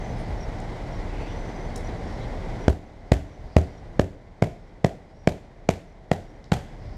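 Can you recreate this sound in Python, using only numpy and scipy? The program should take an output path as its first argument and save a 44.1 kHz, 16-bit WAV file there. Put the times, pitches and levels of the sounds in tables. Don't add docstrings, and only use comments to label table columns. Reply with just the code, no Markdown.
import sys
import numpy as np
from scipy import signal
from scipy.fft import rfft, irfft
from scipy.io import wavfile
from scipy.ndimage import uniform_filter1d, minimum_filter1d

SR = 44100
rng = np.random.default_rng(int(sys.argv[2]) if len(sys.argv) > 2 else 0)


def log_audio(samples):
    frames = np.atleast_2d(samples).T
    limited = np.clip(frames, -1, 1)
    pcm = np.round(limited * 32767).astype(np.int16)
    wavfile.write(sys.argv[1], SR, pcm)


N = 307377
TIME = np.arange(N) / SR

# landing t/s, thud peak/dB, time since first touch/s, trapped air trim/dB, glove cup f/Hz,
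# crack trim/dB, room trim/dB
PALM_SLAPS = [(2.6825, 10.5, 0.0021, -8.5, 1580, -1, 0), (3.1206, 9, 0.0031, -7.5, 1890, 5.5, -2),
              (3.5673, 10, .003, -6, 2070, 0.5, -0.5), (3.9964, 14.5, .0029, -5, 1750, -0.5, -2),
              (4.4245, 13.5, 0.0038, -2, 2170, -2, 1), (4.8468, 14, 0.0037, 0, 1940, -0.5, -1),
              (5.2750, 15, 0.0024, 0, 2320, 1, -2), (5.6910, 14, .0023, 3.5, 2310, 3.5, -1),
              (6.1163, 12.5, 0.003, 3, 1950, 1.5, -0.5), (6.5213, 9, 0.0038, -7, 3300, 4, 5)]
# multiple of the pop pitch, relative level/dB, t60/s
POP_MODES = [(1, -6.5, 0.022), (.71, -5, 0.011)]
# f/Hz, relative level/dB, t60/s
CABIN_MODES = [(65, -23, 0.19), (90, -18.5, 0.18), (171, -32, .4), (191.2, -37, 0.33), (279.6, -35, 0.45),
               (304.7, -42.5, 0.52), (377.3, -28, 0.29), (422, -35, 0.26), (572, -61, .19),
               (652, -38, 0.26)]
# f/Hz, relative level/dB
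CRACK_SPECTRUM = [(300, -34), (900, -6), (1500, 5.5), (2300, 0.5), (3400, -2), (5000, -7), (7200, -8.5),
                  (9500, -17), (13000, -19), (16000, -39)]
# t/s, level/dB, centre f/Hz, relative ring level/dB
TOOL_TICKS = [(.602, -45.5, 6050, -30), (1.352, -50, 2200, -30), (1.759, -36.5, 5800, -16),
              (1.762, -36, 8100, -20), (2.844, -44, 890, -40), (6.442, -33, 4500, -28)]
# f/Hz, relative level/dB, t60/s
HOOK_MODES = [(3880, 4, .21), (3920, -3.5, 0.14), (5360, 0, .16), (7040, -11, 0.27), (7900, -6, .1)]
# t/s, length/s, level/dB, centre f/Hz
SLEEVE_RUBS = [(0.146, .12, -66, 9200), (1.05, 0.35, -52, 2580), (1.239, 0.14, -55, 3300),
               (1.846, 0.61, -65, 5150), (2.158, .14, -56, 3630), (3.291, 0.63, -58, 4670),
               (6.68, 0.48, -56, 4900)]
# t/s, length/s, f/Hz, level/dB
SEAL_SQUEAKS = [(0, 0.146, 6100, -62.5), (0.402, .055, 5600, -54), (.92, 0.059, 5580, -62),
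                (1.258, 0.42, 6040, -64.5), (1.842, 0.04, 5825, -54.5), (2.599, .062, 5770, -61.5),
                (3.677, .13, 5670, -61), (5.125, .055, 5520, -58), (5.184, 0.1, 5620, -58),
                (6.277, 0.048, 5600, -59.5)]
# delay/s, relative level/dB
REFLECTIONS = [(0.0123, -17), (0.0174, -15.5), (.0203, -18.5), (.047, -25)]
# f/Hz, t60/s
TAIL_DECAY = [(80, 0.2164), (210, 0.5), (560, 0.4057), (1500, 0.14), (4000, 0.83)]
# f/Hz, relative level/dB
TAIL_SPECTRUM = [(50, 16.5), (150, -2.5), (400, -3), (800, 8), (1500, 4), (4000, -7), (16000, -1.5)]
# f/Hz, relative level/dB
AIR_SPECTRUM = [(15, -25), (28, 0.5), (60, -4.5), (110, -6), (210, -14), (420, -15), (750, -16),
                (1150, -27), (2200, -32), (3000, -36.5), (5500, -43), (8000, -51.5), (11500, -63),
                (16000, -73)]
# f/Hz, width/Hz, boost or cut/dB
DUCT_RESONANCES = [(710, 250, 0.5), (1270, 150, -3), (2034, 290, 7), (2690, 440, -5)]
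# f/Hz, level/dB
FAN_TONES = [(33.6, -36.5), (115, -49.5), (172, -49.5), (226, -51.5), (295, -54.5)]
# t/s, length/s, level/dB, centre f/Hz
MIC_JOLTS = [(0.048, 0.15, -30, 103), (.22, 0.2, -30, 55), (3.36, 0.17, -24.5, 45),
             (3.598, 0.82, -31.5, 56), (6.621, 0.54, -29.5, 69.4)]

USUAL_SLAP_DB = 14.5
LOOSE_HZ, SEATED_HZ = 64, 158


def slap(room, s, db, lead, air_db, cup_hz, crack_db, room_db):
    t = np.arange(-SR // 100, SR // 2) / SR
    release_s = 0.00027
    push = np.clip(1 + t / lead, 0, 1) ** 0.73 * (1 - np.tanh(t / release_s)) / 2
    pane_hz, pane_q = seating(s, db)
    omega = 2 * np.pi * pane_hz
    pane = signal.lfilter(*signal.bilinear([1, 0, 0], [1, omega / pane_q, omega ** 2], SR), push)
    cabin = [(hz, level + 1.94 * rng.standard_normal(), t60) for hz, level, t60 in CABIN_MODES]
    thud = pane - air_pop(t, db, pane_hz, air_db, cup_hz) + ring(cabin, t)
    thud = thud / abs(thud).max()
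    echo = amp(room_db) * signal.fftconvolve(thud, room)[:len(t)]
    crack = amp(crack_db - 19.5) * glove_crack(t, lead, room_db)
    return s + t[0], amp(db) * (thud + echo + crack)


def seating(s, db, slide_at_s=4.05, slide_s=0.44):
    slide = (s - slide_at_s) / slide_s
    hz = LOOSE_HZ + (SEATED_HZ - LOOSE_HZ) * (1 + np.tanh(slide)) / 2
    resting_q = 2.11 * amp(-0.55 * (db - USUAL_SLAP_DB))
    return hz, resting_q / (1 + 2.1 * np.exp(-(2 * slide) ** 2))


def air_pop(t, db, pane_hz, air_db, cup_hz):
    pop_hz = 649 - 22 * (db - USUAL_SLAP_DB) + 1.26 * (pane_hz - SEATED_HZ)
    pockets = [(ratio * pop_hz, air_db + level, t60) for ratio, level, t60 in POP_MODES]
    glove_cup = (cup_hz, air_db - 12.5, 0.007)
    return ring(pockets + [glove_cup], t, rise_s=0.0008)


def glove_crack(t, lead, room_db, shadow_hz=7900):
    touch = amp(-8.5) * np.exp(-abs(t + 0.66 * lead) / 0.00031)
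    burst = (touch + np.exp(-abs(t) / 0.0012)) * (t > -lead)
    colour = noise(len(t), lambda f: read(CRACK_SPECTRUM, f))
    dulled = signal.lfilter(*signal.butter(2, shadow_hz, fs=SR), colour)
    top = signal.lfilter(*signal.butter(2, shadow_hz, "high", fs=SR), colour)
    top_echo = scattered(burst, room_db, splash_t60=0.33) * top
    return (burst + scattered(burst, room_db)) * dulled - top_echo


def tick(s, db, hz, ring_db, decay_s=0.002):
    t = np.arange(SR // 4) / SR
    burst = np.exp(-t / decay_s)
    click = (burst + scattered(burst, room_db=4.5)) * band(len(t), hz, octaves=0.45)
    return s, amp(db) * (click + amp(ring_db) * ring(HOOK_MODES, t))


def rustle(s, length, db, hz):
    size = int(length * SR)
    swell = amp(db + 1.6 * drift(size, hz=70)) * np.hanning(size)
    return s, swell * band(size, hz, octaves=0.21)


def squeak(s, length, centre_hz, db, fade_s=0.0085):
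    size = int(length * SR)
    waver_hz = 132 * np.sqrt(0.024 / length)
    hz = centre_hz + waver_hz * drift(size, hz=313)
    flutter = amp(4.5 * drift(size, hz=45))
    tone = unit(flutter * np.sin(2 * np.pi * np.cumsum(hz) / SR))
    return s, amp(db) * signal.windows.tukey(size, 2 * fade_s / length) * tone


def gasket(per_s=9, db=-67, low_hz=3500, span_hz=2600):
    out = np.zeros(N)
    for when, length, height in rng.random((int(per_s * N / SR), 3)):
        add(out, *squeak(when * N / SR, .03 + .1 * length, low_hz + span_hz * np.sqrt(height), db))
    return out


def workshop(tail_db=-14, early_cut_hz=350, early_trim_db=-4):
    size = SR // 2
    t = np.arange(size) / SR
    hz, when, bands = signal.stft(rng.standard_normal(size), SR, nperseg=256)
    bands *= amp(read(TAIL_SPECTRUM, hz)[:, None] - 60 * when / read(TAIL_DECAY, hz)[:, None])
    tail = signal.istft(bands, SR, nperseg=256)[1][:size] * np.clip((t - .004) / 0.0014, 0, 1)
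    early = np.zeros(size)
    for delay, db in REFLECTIONS:
        add(early, delay, amp([db + early_trim_db]))
    early = signal.lfilter(*signal.butter(1, early_cut_hz, "high", fs=SR), early)
    return early + amp(tail_db) * tail / np.linalg.norm(tail)


def scattered(burst, room_db, splash_db=-13.5, splash_t60=0.45, smear_s=0.00042):
    t = np.arange(len(burst)) / SR
    splash = amp(-60 * t / splash_t60) ** 2 * np.clip((t - .005) / 0.0049, 0, 1)
    paths = amp(splash_db) ** 2 * splash / splash.sum()
    for delay, db in REFLECTIONS:
        add(paths, delay, amp(db) ** 2 * np.exp(-t / smear_s) / (smear_s * SR))
    return amp(room_db) * np.sqrt(abs(signal.fftconvolve(burst ** 2, paths)[:len(t)]))


def ventilation(rush_db=-33, waver_hz=1.8):
    def duct_db(f):
        return sum(db / (1 + (2 * (f - hz) / width) ** 2) for hz, width, db in DUCT_RESONANCES)

    rush = noise(N, lambda f: read(AIR_SPECTRUM, f) + duct_db(f))
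    hum = np.zeros(N)
    for hz, db in FAN_TONES:
        turns = np.cumsum(hz + waver_hz * drift(N, hz=3.36)) / SR
        hum += amp(db + 2 * drift(N, hz=1.4)) * unit(np.sin(2 * np.pi * turns))
    return amp(rush_db + 0.59 * drift(N, hz=26.0)) * rush + hum


def handling_rumble(steady_db=-51.5):
    out = amp(steady_db) * (band(N, 37, octaves=1.0) + amp(-3.5) * band(N, 115, octaves=1.0))
    for s, length, db, hz in MIC_JOLTS:
        size = int(length * SR)
        add(out, s, amp(db) * np.hanning(size) * band(size, hz, octaves=1.0))
    return out


def ring(modes, t, rise_s=1e-5):
    swell = np.exp(np.minimum(t, 0) / rise_s)
    age = np.maximum(t, 0)
    return swell * sum(amp(db - 60 * age / t60) * np.sin(2 * np.pi * hz * t) for hz, db, t60 in modes)


def noise(size, shape):
    gain = amp(shape(np.fft.rfftfreq(size, 1 / SR)))
    return unit(irfft(rfft(rng.standard_normal(size)) * gain, size))


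def drift(size, hz):
    return noise(size, lambda f: -10 * np.log10(1 + (f / hz) ** 6))


def band(size, hz, octaves):
    return noise(size, lambda f: -20 * np.log10(1 + (np.log2((f + 1) / hz) / octaves) ** 4))


def amp(db):
    return 10 ** (np.asarray(db) / 20)


def unit(x):
    return x / np.sqrt(np.mean(x ** 2) + 1e-20)


def read(points, hz):
    f, value = np.transpose(points)
    return np.interp(np.log(hz + 1), np.log(f + 1), value)


def add(mix, s, sound):
    part = mix[max(round(s * SR), 0):][:len(sound)]
    part += sound[:len(part)]


def scene():
    work = np.zeros(N)
    for row in PALM_SLAPS:
        add(work, *slap(workshop(), *row))
    for source, rows in ((tick, TOOL_TICKS), (rustle, SLEEVE_RUBS), (squeak, SEAL_SQUEAKS)):
        for row in rows:
            add(work, *source(*row))
    return (work + gasket() + ventilation() + handling_rumble())[None]


def record(dry, ceiling_db=-0.17, hold_s=0.468, recover_db_per_s=22, edge_hz=15900):
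    ahead = SR // 200
    over_db = np.maximum(20 * np.log10(abs(dry[0]) + 1e-9) - ceiling_db, 0)
    span = int(hold_s * SR) // 2
    held_db = -minimum_filter1d(-over_db, 2 * span + 1, origin=span - ahead, mode="constant")
    recovery = recover_db_per_s * TIME
    duck_db = uniform_filter1d(np.maximum.accumulate(held_db + recovery) - recovery, ahead)
    limited = np.clip(dry * amp(-duck_db), -1, 1)
    low_pass = signal.firwin(255, edge_hz, window=("kaiser", 9), fs=SR)
    return signal.oaconvolve(limited, low_pass[None], "same")


dry = scene()
out = record(dry)
log_audio(out)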